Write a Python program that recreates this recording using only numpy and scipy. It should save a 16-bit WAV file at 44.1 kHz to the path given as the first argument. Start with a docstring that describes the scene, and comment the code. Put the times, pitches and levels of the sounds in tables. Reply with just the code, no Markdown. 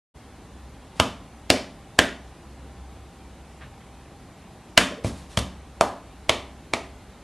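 """A standing cat slaps an open palm, close to a phone microphone in a small, hard-walled room.
Each blow smacks the skin, pops the air cupped under the paw and thuds the hand; the room rings after it,
and at this distance the hardest blows overload the microphone. Fur and feet scuff softly around them.
Behind the cat are hiss, a faint hum and a low rumble from which a drone swells once."""
import sys
import numpy as np
from scipy import signal
from scipy.fft import rfft, irfft
from scipy.io import wavfile
from scipy.ndimage import uniform_filter1d

SR = 44100
rng = np.random.default_rng(int(sys.argv[2]) if len(sys.argv) > 2 else 0)


def persist_wave(psi):
    """Save psi, clipped to +-1, as 16-bit WAV."""
    counts = np.round(np.clip(psi, -1, 1) * 32767).astype(np.int16)
    wavfile.write(sys.argv[1], SR, np.atleast_2d(counts).T)


N = 318843


def amp(db):
    """Decibels to gain."""
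    return 10 ** (np.asarray(db) / 20)


def curve_at(points, hz):
    """A table of (frequency, value) joined by straight lines over log frequency."""
    table_hz, value = np.transpose(points)
    return np.interp(np.log(hz + 1), np.log(table_hz + 1), value)


def unit_rms(x):
    """Scales to rms 1."""
    return x / np.sqrt(np.mean(x ** 2) + 1e-20)


def burst(x, db):
    """Scales a short sound to the energy of 10 ms at this level."""
    return amp(db) * x / np.sqrt(np.sum(x ** 2) / (SR / 100) + 1e-20)


def add(mix, start_s, sound):
    """Mixes a sound into both channels."""
    part = mix[:, round(start_s * SR):][:, :sound.shape[-1]]
    part += sound[..., :part.shape[-1]]


def noise(gain, size):
    """Noise of rms 1 whose spectrum is the function gain(Hz)."""
    white = rfft(rng.standard_normal(size))
    return unit_rms(irfft(white * gain(np.fft.rfftfreq(size, 1 / SR)), size))


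def band(centre_hz, octaves):
    """A bell-shaped spectrum over log frequency."""
    return lambda hz: np.exp(-.5 * (np.log2((hz + 1) / centre_hz) / octaves) ** 2)


def drift(rate_hz):
    """A slow random wander of rms 1, mostly below this rate."""
    return noise(lambda hz: np.exp(-(hz / rate_hz) ** 2), N)


def rumble(pitch_hz=66.3, rest_db=-51.5, drone_db=-43.5, peak_s=2.72, rise_s=0.16, fall_s=0.57):
    """A narrow low rumble; once a throbbing drone rises from it and sinks back slowly."""
    t = np.arange(N) / SR - peak_s
    hump = np.exp(-.5 * (t / np.where(t < 0, rise_s, fall_s)) ** 2)
    waver_db = 2.5 * drift(rate_hz=1.68)
    drone_hz = pitch_hz + 3.75 * drift(rate_hz=1.68)
    throb = amp(2.5 * drift(rate_hz=9))
    drone = unit_rms(throb * np.sin(2 * np.pi * np.cumsum(drone_hz) / SR))
    resting = amp(rest_db + waver_db) * noise(band(pitch_hz, octaves=0.031), N)
    return resting + amp(drone_db) * hump * drone


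def hum(pitch_hz=789, level_db=-61):
    """A faint, fuzzy tone, as of a distant fan."""
    return amp(level_db) * noise(band(pitch_hz, octaves=0.045), N)


def flicker(x, depth_db=2.2, full_depth_hz=2000):
    """The treble flickers in small patches of time and frequency, as in compressed audio."""
    frames = signal.stft(x, nperseg=1024)[2]
    patches = uniform_filter1d(rng.standard_normal(frames.shape), size=2, axis=0)
    patches = unit_rms(uniform_filter1d(patches, size=6, axis=1))
    treble = np.minimum(np.fft.rfftfreq(1024, 1 / SR) / full_depth_hz, 1)[:, None]
    return unit_rms(signal.istft(frames * amp(depth_db * treble * patches), nperseg=1024)[1][:len(x)])


# stereo width of diffuse sound at the microphone: (frequency [Hz], side gain [dB])
STEREO_WIDTH = [(1800, -62), (3000, -63), (3700, -19), (4400, -6), (7000, -1), (9500, -4.5), (12000, -3.5)]
def spread(centre, apart):
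    """Left and right from two unrelated sounds: alike in the bass, partly different in the treble."""
    size = len(apart)
    side = irfft(rfft(apart) * amp(curve_at(STEREO_WIDTH, np.fft.rfftfreq(size, 1 / SR))), size)
    return np.array([centre + side, centre - side])


# background hiss: (frequency [Hz], relative level [dB])
HISS_SPECTRUM = [(20, -19), (45, -4.5), (100, -10.5), (271, -13.5), (475, -20.5), (700, -21), (790, -22.5),
                 (900, -21.5), (1390, -28), (3930, -35), (5010, -40), (9020, -42), (11700, -45.5),
                 (12800, -64), (16000, -75)]
def hiss(level_db=-46):
    """Background hiss, wide in the treble, with a patchy treble flicker laid over it."""
    centre, apart = (flicker(noise(lambda hz: amp(curve_at(HISS_SPECTRUM, hz)), N)) for _ in range(2))
    return amp(level_db) * spread(centre, apart)


def wall_resonances(ripple_db=3.3, spacing_hz=26, full_depth_hz=1600):
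    """The room's many small resonances as a gain over Hz: random peaks and dips, milder in the bass."""
    grid_hz = np.arange(0, SR / 2, spacing_hz)
    depth_db = ripple_db * np.minimum(grid_hz / full_depth_hz, 1)
    gain = unit_rms(amp(depth_db * np.clip(rng.standard_normal(len(grid_hz)), -2, 2)))
    return lambda hz: np.interp(hz, grid_hz, gain)


def broad_spectrum(sound, size, parts=8):
    """Magnitude spectrum averaged over one part in `parts` either side of each frequency."""
    running_power = np.cumsum(abs(rfft(sound, size)) ** 2)
    k = np.arange(len(running_power))
    lo, hi = np.maximum(k - k // parts - 1, 0), np.minimum(k + k // parts + 1, k[-1])
    return np.sqrt(np.maximum(running_power[hi] - running_power[lo], 0) / (hi - lo) + 1e-14)


# colour of the room's diffuse ring, plus a treble cut above about 12 kHz: (frequency [Hz], gain [dB])
TAIL_COLOUR = [(40, -1), (120, -5), (165, -6.5), (240, 7.5), (310, 2.5), (400, 3), (500, -4), (630, -2.5),
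               (900, -1.5), (1400, -5.5), (2000, -7.5), (3200, -7.5), (4800, -7), (8000, -6.5),
               (11800, -7.5), (13500, -36)]
# reverberation time of the small room: (frequency [Hz], time to fall 60 dB [s])
TAIL_T60 = [(100, 0.42), (500, 0.36), (1500, 0.39), (5000, 0.37), (11000, 0.29)]
def diffuse_tail(sound, walls, size):
    """The walls mix sound from all directions: it keeps its broad colour and takes their resonances."""
    bin_hz = np.fft.rfftfreq(size, 1 / SR)
    colour = broad_spectrum(sound, size, parts=5) * amp(curve_at(TAIL_COLOUR, bin_hz)) * walls(bin_hz)
    wash = irfft(rfft(rng.standard_normal(size)) * colour, size)
    hz, frame_s, frames = signal.stft(wash, SR, nperseg=256)
    decay_rate = np.log(1000) / curve_at(TAIL_T60, hz)[:, None]
    onset_s = np.argmax(abs(sound)) / SR
    decay = np.exp(-decay_rate * np.maximum(frame_s - onset_s, 0))
    frames = frames * np.sqrt(2 * decay_rate / SR) * decay  # same energy however long a band rings
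    since_onset_s = np.maximum(np.arange(size) / SR - onset_s, 0)
    build_up = 1 - np.exp(-(since_onset_s / 0.0014) ** 2)
    return signal.istft(frames, SR, nperseg=256)[1][:size] * build_up


# modes of the room at the microphone: (frequency [Hz], relative level [dB], time to fall 60 dB [s])
STANDING_WAVES = [(67.1, -9, 0.84), (186.5, -1, 0.68), (222.5, -12.5, 1), (267.7, 0.5, 0.6),
                  (286, -8, 0.66), (345.6, 8.5, 0.2), (382, 3.5, 0.42), (462, 5.5, 0.21), (593, -5.5, 0.47),
                  (660, 1, 0.087), (679, -7, 0.62), (820, -10, 0.37), (1023, -13.5, 0.78),
                  (1110, -7.5, 0.5), (1180, -7, .5), (1330, -18, 0.53), (1603, 3, 0.11),
                  (1800, -16.5, 0.32), (2210, -14.5, 0.63), (3220, -24, 0.69)]
def standing_waves(size, level_db=-56):
    """Sound caught between the walls rings on at the room's own pitches."""
    t = np.arange(size) / SR
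    return sum(amp(level_db + db) * np.cos(2 * np.pi * hz * t) * np.exp(-np.log(1000) * t / t60)
               for hz, db, t60 in STANDING_WAVES)


# door frame, floor and wall near the microphone: (delay [s], level against the direct sound [dB])
NEAR_ECHOES = [(.0029, -16), (.0063, -15.5), (.0093, -17)]
def near_echoes(size):
    """One reflection off each nearby surface, its delay a little different every time."""
    response = np.zeros(size)
    for delay_s, db in NEAR_ECHOES:
        response[round(delay_s * rng.uniform(.94, 1.06) * SR)] += amp(db)
    return response


def room(sound, walls, wet_db=0):
    """What reaches the close microphone: direct sound, near echoes, standing waves and diffuse tail."""
    size = 2 * SR // 3
    response = near_echoes(size) + amp(wet_db) * standing_waves(size)
    response[0] += 1  # the direct path
    centre, apart = (diffuse_tail(sound, walls, size) for _ in range(2))
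    diffuse = spread(centre, amp(-16) * apart)
    return signal.fftconvolve(sound, response)[:size] + amp(wet_db) * diffuse


def swell(t, peak_s):
    """A push that rises to its peak and dies away."""
    return t / peak_s * np.exp(-t / peak_s)


# tilt of a scuff, which loses its highest treble: (frequency [Hz], relative gain [dB])
SCUFF_TILT = [(100, 13), (10500, -11), (13500, -37), (16000, -58)]
# fur and feet near the microphone: (time [s], level [dB], band centre [Hz], width [octaves], swell [s])
SHUFFLES = [(0.952, -47, 3500, 1.8, 0.019), (3.602, -42.5, 1870, 0.77, 0.022),
            (3.617, -41, 127, 0.17, 0.016), (4.908, -43.5, 346, 0.31, 0.0053),
            (4.920, -36, 576, 0.12, 0.005), (4.972, -39.5, 477, 0.24, 0.017),
            (5.036, -33, 7000, 2.5, 0.024), (5.119, -42, 7800, 3, 0.048), (5.291, -44, 6000, 1.8, 0.028),
            (5.388, -29, 6760, 2.1, 0.0021)]
def scuffs(walls):
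    """Fur or a foot slides briefly: soft puffs of friction noise in the room."""
    mix = np.zeros((2, N))
    t = np.arange(SR // 3) / SR
    for start_s, db, centre_hz, octaves, swell_s in SHUFFLES:
        colour = band(centre_hz, octaves)
        friction = noise(lambda hz: colour(hz) * amp(curve_at(SCUFF_TILT, hz)), len(t))
        add(mix, start_s, room(burst(friction * swell(t, swell_s), db), walls))
    return mix


def ring(t, hz, decay_s, rise_s):
    """A damped resonance with a soft start."""
    t = np.maximum(t, 0)
    return np.sin(2 * np.pi * hz * t) * np.exp(-t / decay_s) * (1 - np.exp(-t / rise_s))


def patter(gain, envelope):
    """Many tiny contacts under one envelope: a short crack whose spectrum is the function gain(Hz)."""
    size = len(envelope)
    contacts = rng.standard_normal(size) * envelope
    flattened = rfft(contacts) / broad_spectrum(contacts, size)
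    return irfft(flattened * gain(np.fft.rfftfreq(size, 1 / SR)), size)


# snap of pads on skin, before each blow's tilt: (frequency [Hz], relative level [dB])
PAD_SNAP = [(500, -66), (1700, -10), (2300, -2), (3100, -5), (4200, -4), (5200, -6), (6800, -6),
            (9500, -7.5), (12000, -18), (16000, -57)]
def slap(t, thud_db, flesh_db, flesh_hz, cup_db, cup_hz, cup_decay_s, smack_db, smack_hz,
         low_db, low_hz, high_db, high_hz, snap_db, tilt_db_per_octave, contact_s):
    """Fur grazes the skin and the pads hit at t = 0; then the trapped air pops and the hand gives way."""
    graze = 0.031 * np.exp(-abs(t) / 0.0024)
    contact = swell(np.maximum(t, 0), contact_s) + graze
    smack = patter(band(smack_hz, octaves=0.51), contact)
    snap = patter(lambda hz: amp(curve_at(PAD_SNAP, hz) + tilt_db_per_octave * np.log2(hz + 1)), contact)
    # two small air gaps between pads and palm ring briefly, their pitches set by how the paw lands
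    since_squeeze = t - 0.572 * contact_s
    cracks = sum(burst(ring(since_squeeze, hz, decay_s=0.001, rise_s=0.00076), db)
                 for db, hz in [(low_db, low_hz), (high_db, high_hz)])
    since_press = t - 1.153 * contact_s
    cup = ring(since_press, cup_hz, cup_decay_s, rise_s=0.0003)
    flesh = ring(since_press, flesh_hz, decay_s=0.0015, rise_s=0.001)
    thud = ring(since_press - 0.0017, hz=85.3, decay_s=0.0038, rise_s=0.0089)  # the arm yields just after
    return (burst(smack, smack_db) + cracks + burst(snap, snap_db)
            + burst(cup, cup_db) + burst(flesh, flesh_db) - burst(thud, thud_db))


# paw on palm, close to the microphone: (time [s], arm thud [dB], flesh [dB], flesh pitch [Hz],
# cupped air [dB], cup pitch [Hz], cup decay [s], smack [dB], smack pitch [Hz], low crack [dB],
# low pitch [Hz], high crack [dB], high pitch [Hz], snap [dB], snap tilt [dB/octave], contact time [s],
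# reverberation gain [dB])
PAW_BLOWS = [(0.9987, -23.5, -25.5, 257, -19, 610, 0.0014, -20, 1200, -20.5, 2900, -23, 4280, -20, -3, 0.0011, 0.5),
             (1.5021, -26, -23, 321, -15.5, 570, 0.0028, -24, 1270, -26, 2680, -20.5, 4760, -14, -4, 0.00062, 0),
             (1.9896, -28, -28, 289, -15, 576, 0.00087, -15.5, 1050, -10.5, 1685, -13, 3180, -14, -3, 0.00059, -2),
             (4.776, -36, -20.5, 256, -15.5, 594, 0.0018, -13.5, 1110, -13.5, 1640, -14, 2850, -9, -4.5, 0.0011, -.5),
             (5.0444, -19, -27.5, 240, -27.5, 542, 0.0024, -48, 1080, -42.5, 2330, -56, 4080, -44, 3, 0.0019, 1.5),
             (5.3724, -18, -27, 207, -26, 594, 0.0032, -27.5, 1020, -32, 2390, -27, 3270, -23.5, -3.5, 0.00156, 1),
             (5.81, -41, -33, 275, -15, 648, 0.0016, -23, 870, -23.5, 1320, -30, 3690, -22, -2.5, 0.00072, -0.5),
             (6.2940, -28.5, -35, 350, -21, 608, 0.0023, -19, 960, -28, 1840, -23, 3290, -15.5, -7, 0.00089, 0),
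             (6.736, -41, -51, 335, -22, 640, 0.0017, -27, 860, -29, 2290, -29, 3950, -23.5, -5.5, 0.00066, 0.5)]
def paw_slaps(walls, graze_lead_s=0.008):
    """The cat strikes the palm blow by blow, and each blow sets the room ringing."""
    mix = np.zeros((2, N))
    t = np.arange(SR // 10) / SR - graze_lead_s
    for hit_s, *blow, wet_db in PAW_BLOWS:
        add(mix, hit_s - graze_lead_s, room(slap(t, *blow), walls, wet_db))
    return mix


def scene():
    """The cat close and straight ahead of the microphone; hiss, hum and rumble behind it."""
    walls = wall_resonances()
    cat = paw_slaps(walls) + scuffs(walls)
    background = hiss() + hum() + rumble()
    return cat + background


def record(dry):
    """The phone microphone opens, sheds the deepest bass, clips at full scale and is band-limited."""
    open_s, fade_s = 0.14, 0.02
    bass_cut_hz, treble_cut_hz = 46, 16200
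    fade_in = np.clip((np.arange(N) / SR - open_s) / fade_s, 0, 1)
    highpass = signal.butter(2, bass_cut_hz, "high", fs=SR, output="sos")
    clipped = np.clip(signal.sosfilt(highpass, dry * fade_in), -1, 1)
    lowpass = signal.firwin(511, treble_cut_hz, window=("kaiser", 9), fs=SR)
    return signal.oaconvolve(clipped, lowpass[None], "same")


dry = scene()
out = record(dry)
persist_wave(out)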